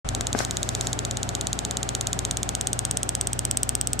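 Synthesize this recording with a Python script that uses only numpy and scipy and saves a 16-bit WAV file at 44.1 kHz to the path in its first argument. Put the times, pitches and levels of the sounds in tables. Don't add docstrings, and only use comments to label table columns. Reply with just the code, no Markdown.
import sys
import numpy as np
from scipy import signal
from scipy.fft import rfft, irfft
from scipy.io import wavfile

SR = 44100
rng = np.random.default_rng(int(sys.argv[2]) if len(sys.argv) > 2 else 0)


def dump(signal):
    limited = np.clip(np.atleast_2d(signal).T, -1, 1)
    pcm = np.round(limited * 32767).astype(np.int16)
    wavfile.write(sys.argv[1], SR, pcm)


N = 176400

# (frequency [Hz], rms level [dB], left minus right [dB], right lag [rad])
HUM_LINES = [(59.1, -40, 2.5, -0.83), (95.05, -41, -2, -1.1), (120.4, -38, 1, -1),
             (239.2, -48.5, 3.5, -1.1), (285.7, -51.5, -5.5, -1.23), (544, -53.5, 3.5, -2),
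             (769, -46, 0, -2.5)]
# (frequency [Hz], relative level [dB])
AIR_SPECTRUM_DB = [(25, -22), (45, -7), (70, -17), (100, -8.5), (140, -5.5), (180, -1.5), (240, -6.5),
                   (320, -7), (390, -4), (480, -9.5), (720, -4.5), (1000, -13.5), (1400, -12),
                   (2000, -18.5), (3000, -22), (5000, -29), (8300, -30.5), (9800, -40), (12000, -46),
                   (14000, -61), (16500, -70)]
# (time [s], gain [dB])
AIR_GAIN_DB = [(0, -0.21), (1, -0.36), (2.2, -0.65), (3, -1.8), (4, -3.2)]
# (frequency [Hz], coherence [0-1])
AIR_COHERENCE = [(40, 1), (120, 1), (250, 0.65), (500, 0.52), (900, 0.32), (1500, .25), (3000, 0.069)]
# (frequency [Hz], left minus right [dB])
AIR_PAN_DB = [(60, -7), (150, -3), (380, 4), (950, 3), (2380, 0), (5980, -7), (15000, 2)]
# (frequency [Hz], right lag [rad])
AIR_LAG_RAD = [(40, 1.5), (100, -0.17), (250, -1), (500, -2), (900, -2.5), (2000, -4)]
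# (frequency [Hz], relative level [dB])
GRIP_SPECTRUM_DB = [(20, -11), (45, -13), (70, -10), (130, -13), (400, -45), (2000, -62), (8000, -110)]
# (time [s], level [dB])
GRIP_LEVEL_DB = [(0, -30), (.24, -43), (.28, -67), (.5, -90)]
# (from time [s], shift [s])
BEAT_SLIPS_S = [(.6, .00053), (1.44, -.0009)]
# (time [s], gain [dB])
SPARK_GAIN_DB = [(0, -1), (.45, 1), (.95, 1), (1.12, -1), (1.5, 0), (2.2, 1.1), (2.5, 0.5), (2.62, 2),
                 (3.3, -0.5), (3.7, 1), (4, 0)]
# (frequency [Hz], turned away [dB], facing [dB], left minus right [dB])
SNAP_SPECTRUM_DB = [(300, -37, -7, 20), (1400, -9, -3, -12.5), (3490, 3.5, -1, -8.5), (6200, 7.5, 6.5, 2.5),
                    (7550, 9.5, 9.5, 6.5), (8550, 5, 20.5, 3.5), (8950, 3, 9, 9), (9800, -16.5, -11, 0.5),
                    (10790, -5.5, 2.5, 13), (13000, -12.5, -5.5, 12), (15000, -23, -8, 7),
                    (15600, -32, 1, 1), (16200, -35, -25, -10)]
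# (time [s], share [0-1])
MIC_FACING = [(0, 0.1), (1.4, 0), (2.1, 0.21), (2.5, 0.34), (2.65, 0.5), (3.1, 0.7), (3.6, 0.89), (4, 1)]
# (frequency [Hz], left [dB], right [dB])
BOX_COLOUR_DB = [(2100, -4, -8.5), (2810, -15.0, -12.5), (3066, 0, -3.5), (3760, 5.5, 2),
                 (4770, -3.5, -6.5), (5000, -8, -43.5), (5120, -11, -8), (6900, 0.5, 4.5),
                 (7905, -3.5, 1.5), (8270, -27, -1.5), (9660, 0, 6), (8580, 0, -4), (10900, -5.5, -8),
                 (14400, -4, 2.5)]
# (time [s], share of travel [0-1])
CAMERA_TRAVEL = [(0, 0.05), (1.4, 0.03), (2.1, 0.15), (2.6, 0.34), (3.1, 0.65), (3.6, .88), (4, 1)]
# (frequency [Hz], gain [dB])
ECHO_COLOUR_DB = [(1500, -13.5), (3500, -2.5), (5200, -5), (7000, 0), (8500, 1.5), (9800, -16),
                  (11800, -10.5), (13500, -16), (15000, -53)]
# (time [s], gain [dB], left minus right [dB], brightness [dB/octave])
KNOCK_HITS = [(.2088, -23, 13, 6), (0.3496, -9.5, 13.5, -1.5), (0.4048, -17.5, 20, 5)]
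# (frequency [Hz], relative level [dB], t60 [s])
BODY_MODES = [(258, -9, 0.044), (423, -7.5, 0.042), (715, 3, 0.01), (1170, -6.5, 0.0099),
              (1540, -5.5, 0.016), (2020, -15, 0.015)]
# (centre [s], half width [s], level [dB])
RUB_STROKES = [(0.403, 0.036, -31), (.6, 0.19, -46), (.74, 0.077, -54), (.86, 0.063, -41.5)]
# (frequency [Hz], relative level [dB])
RUB_SPECTRUM_DB = [(300, -10), (1500, -1), (3000, -12), (5500, -4.5), (8000, -9), (10000, -17.5),
                   (13000, -21), (15000, -38)]

TIME_S = np.arange(N) / SR


def amp(db):
    return 10 ** (np.asarray(db) / 20)


def unit(x):
    return x / np.sqrt(np.mean(x ** 2) + 1e-20)


def at_hz(table, hz, column=1):
    rows = np.array(sorted(table))
    return np.interp(np.log(hz + 1), np.log(rows[:, 0] + 1), rows[:, column])


def at_time(table, time_s):
    return np.interp(time_s, *np.transpose(table))


def pan(db):
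    return amp(np.array([[.5], [-.5]]) * db)


def add(mix, start_s, sound):
    part = mix[:, round(start_s * SR):][:, :sound.shape[1]]
    part += sound[:, :part.shape[1]]


def noise(spectrum_db):
    gain = amp(at_hz(spectrum_db, np.fft.rfftfreq(N, 1 / SR)))
    return unit(irfft(rfft(rng.standard_normal((2, N))) * gain, N))


def hum(waver_depth=.19, waver_hz=2.5):
    out = np.zeros((2, N))
    lowpass = np.exp(-(np.fft.fftfreq(N, 1 / SR) / waver_hz) ** 2)
    for hz, db, pan_db, lag_rad in HUM_LINES:
        waver = np.fft.ifft(lowpass * np.exp(2j * np.pi * rng.random(N)))
        carrier = np.exp(2j * np.pi * (hz * TIME_S + rng.random()))
        line = (1 + waver_depth * waver / waver.std()) * carrier
        out += amp(db) * pan(pan_db) * unit(np.real([line, line * np.exp(-1j * lag_rad)]))
    return out


def air(midband_db=-34.5):
    hz = np.fft.rfftfreq(N, 1 / SR)
    left, independent = rfft(rng.standard_normal((2, N)))
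    coherence = at_hz(AIR_COHERENCE, hz)
    right = coherence * left + np.sqrt(1 - coherence ** 2) * independent
    right *= np.exp(-1j * at_hz(AIR_LAG_RAD, hz))
    spectrum = np.array([left, right]) * pan(at_hz(AIR_PAN_DB, hz)) * amp(at_hz(AIR_SPECTRUM_DB, hz))
    midband_rms = irfft(spectrum * ((hz > 150) & (hz < 2000)), N).std()
    return irfft(spectrum, N) / midband_rms * amp(midband_db + at_time(AIR_GAIN_DB, TIME_S))


def grip():
    return noise(GRIP_SPECTRUM_DB)[:1] * amp(at_time(GRIP_LEVEL_DB, TIME_S))


def pulse(spectrum_db):
    cepstrum = irfft(np.log(amp(spectrum_db)))
    half = cepstrum.shape[-1] // 2
    causal_fold = np.r_[1, np.full(half - 1, 2), 1, np.zeros(half - 1)]
    return irfft(np.exp(rfft(cepstrum * causal_fold)))


def reflections(t60_s, rise_s=.001):
    age_s = TIME_S[:SR // 4]
    envelope = amp(-60 * age_s / t60_s) * np.minimum(age_s / rise_s, 1)
    return unit(rng.standard_normal((2, len(age_s))) * envelope) / np.sqrt(len(age_s))


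def sparks(first_s=.08958, period_s=.06005, spread_db=.82, tilt_spread_db_per_oct=.5, path_growth=.22):
    direct, echoes = np.zeros((2, 2, N))
    hz = np.fft.rfftfreq(1024, 1 / SR)
    octaves = np.log2(np.maximum(hz, 2000) / 7000)
    sides_db = np.array([[.5], [-.5]]) * at_hz(SNAP_SPECTRUM_DB, hz, 3)
    away_db, facing_db = (at_hz(SNAP_SPECTRUM_DB, hz, column) for column in (1, 2))
    beats_s = np.arange(first_s, N / SR, period_s)
    for beat_s, (strength, tilt) in zip(beats_s, rng.standard_normal((len(beats_s), 2))):
        fire_s = beat_s + sum(shift_s for from_s, shift_s in BEAT_SLIPS_S if beat_s > from_s)
        gain_db = at_time(SPARK_GAIN_DB, fire_s) + spread_db * strength
        path_ratio = 1 + path_growth * at_time(CAMERA_TRAVEL, fire_s)
        box_db = np.array([at_hz(BOX_COLOUR_DB, hz * path_ratio, side) for side in (1, 2)])
        facing = at_time(MIC_FACING, fire_s)
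        snap_db = (1 - facing) * away_db + facing * facing_db
        tilt_db = tilt_spread_db_per_oct * tilt * octaves
        add(direct, fire_s, pulse(gain_db + snap_db + box_db + sides_db + tilt_db))
        room = amp(gain_db - 8.5) * reflections(t60_s=.13)
        bench = amp(gain_db - 5) * reflections(t60_s=.011)
        add(echoes, fire_s, room + bench)
    echo_filter = pulse(at_hz(ECHO_COLOUR_DB, hz))
    return direct + signal.oaconvolve(echoes, echo_filter[None])[:, :N]


def knocks(band_hz=(166, 2300)):
    out = np.zeros((2, N))
    age_s = TIME_S[:SR // 10]
    bandpass = signal.butter(2, band_hz, "band", fs=SR, output="sos")
    for hit_s, gain_db, pan_db, bright_db_per_oct in KNOCK_HITS:
        ring = np.zeros(len(age_s))
        for hz, mode_db, t60_s in BODY_MODES:
            envelope_db = mode_db + bright_db_per_oct * np.log2(hz / 700) - 60 * age_s / t60_s
            ring += amp(envelope_db) * np.sin(2 * np.pi * hz * age_s)
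        add(out, hit_s, amp(gain_db) * pan(pan_db) * signal.sosfilt(bandpass, ring) / 2)
    return out


def rubs():
    envelope = sum(amp(db) * np.exp(-((TIME_S - centre_s) / half_width_s) ** 2)
                   for centre_s, half_width_s, db in RUB_STROKES)
    return noise(RUB_SPECTRUM_DB) * envelope


def scene():
    return sparks() + hum() + air() + grip() + knocks() + rubs()


def record(dry):
    start_s, fade_s, cutoff_hz = .045, .003, 16800
    fade_in = np.clip((TIME_S - start_s) / fade_s, 0, 1)
    lowpass = signal.firwin(255, cutoff_hz, window=("kaiser", 9), fs=SR)
    return signal.oaconvolve(dry * fade_in, lowpass[None], "same")


dry = scene()
out = record(dry)
dump(out)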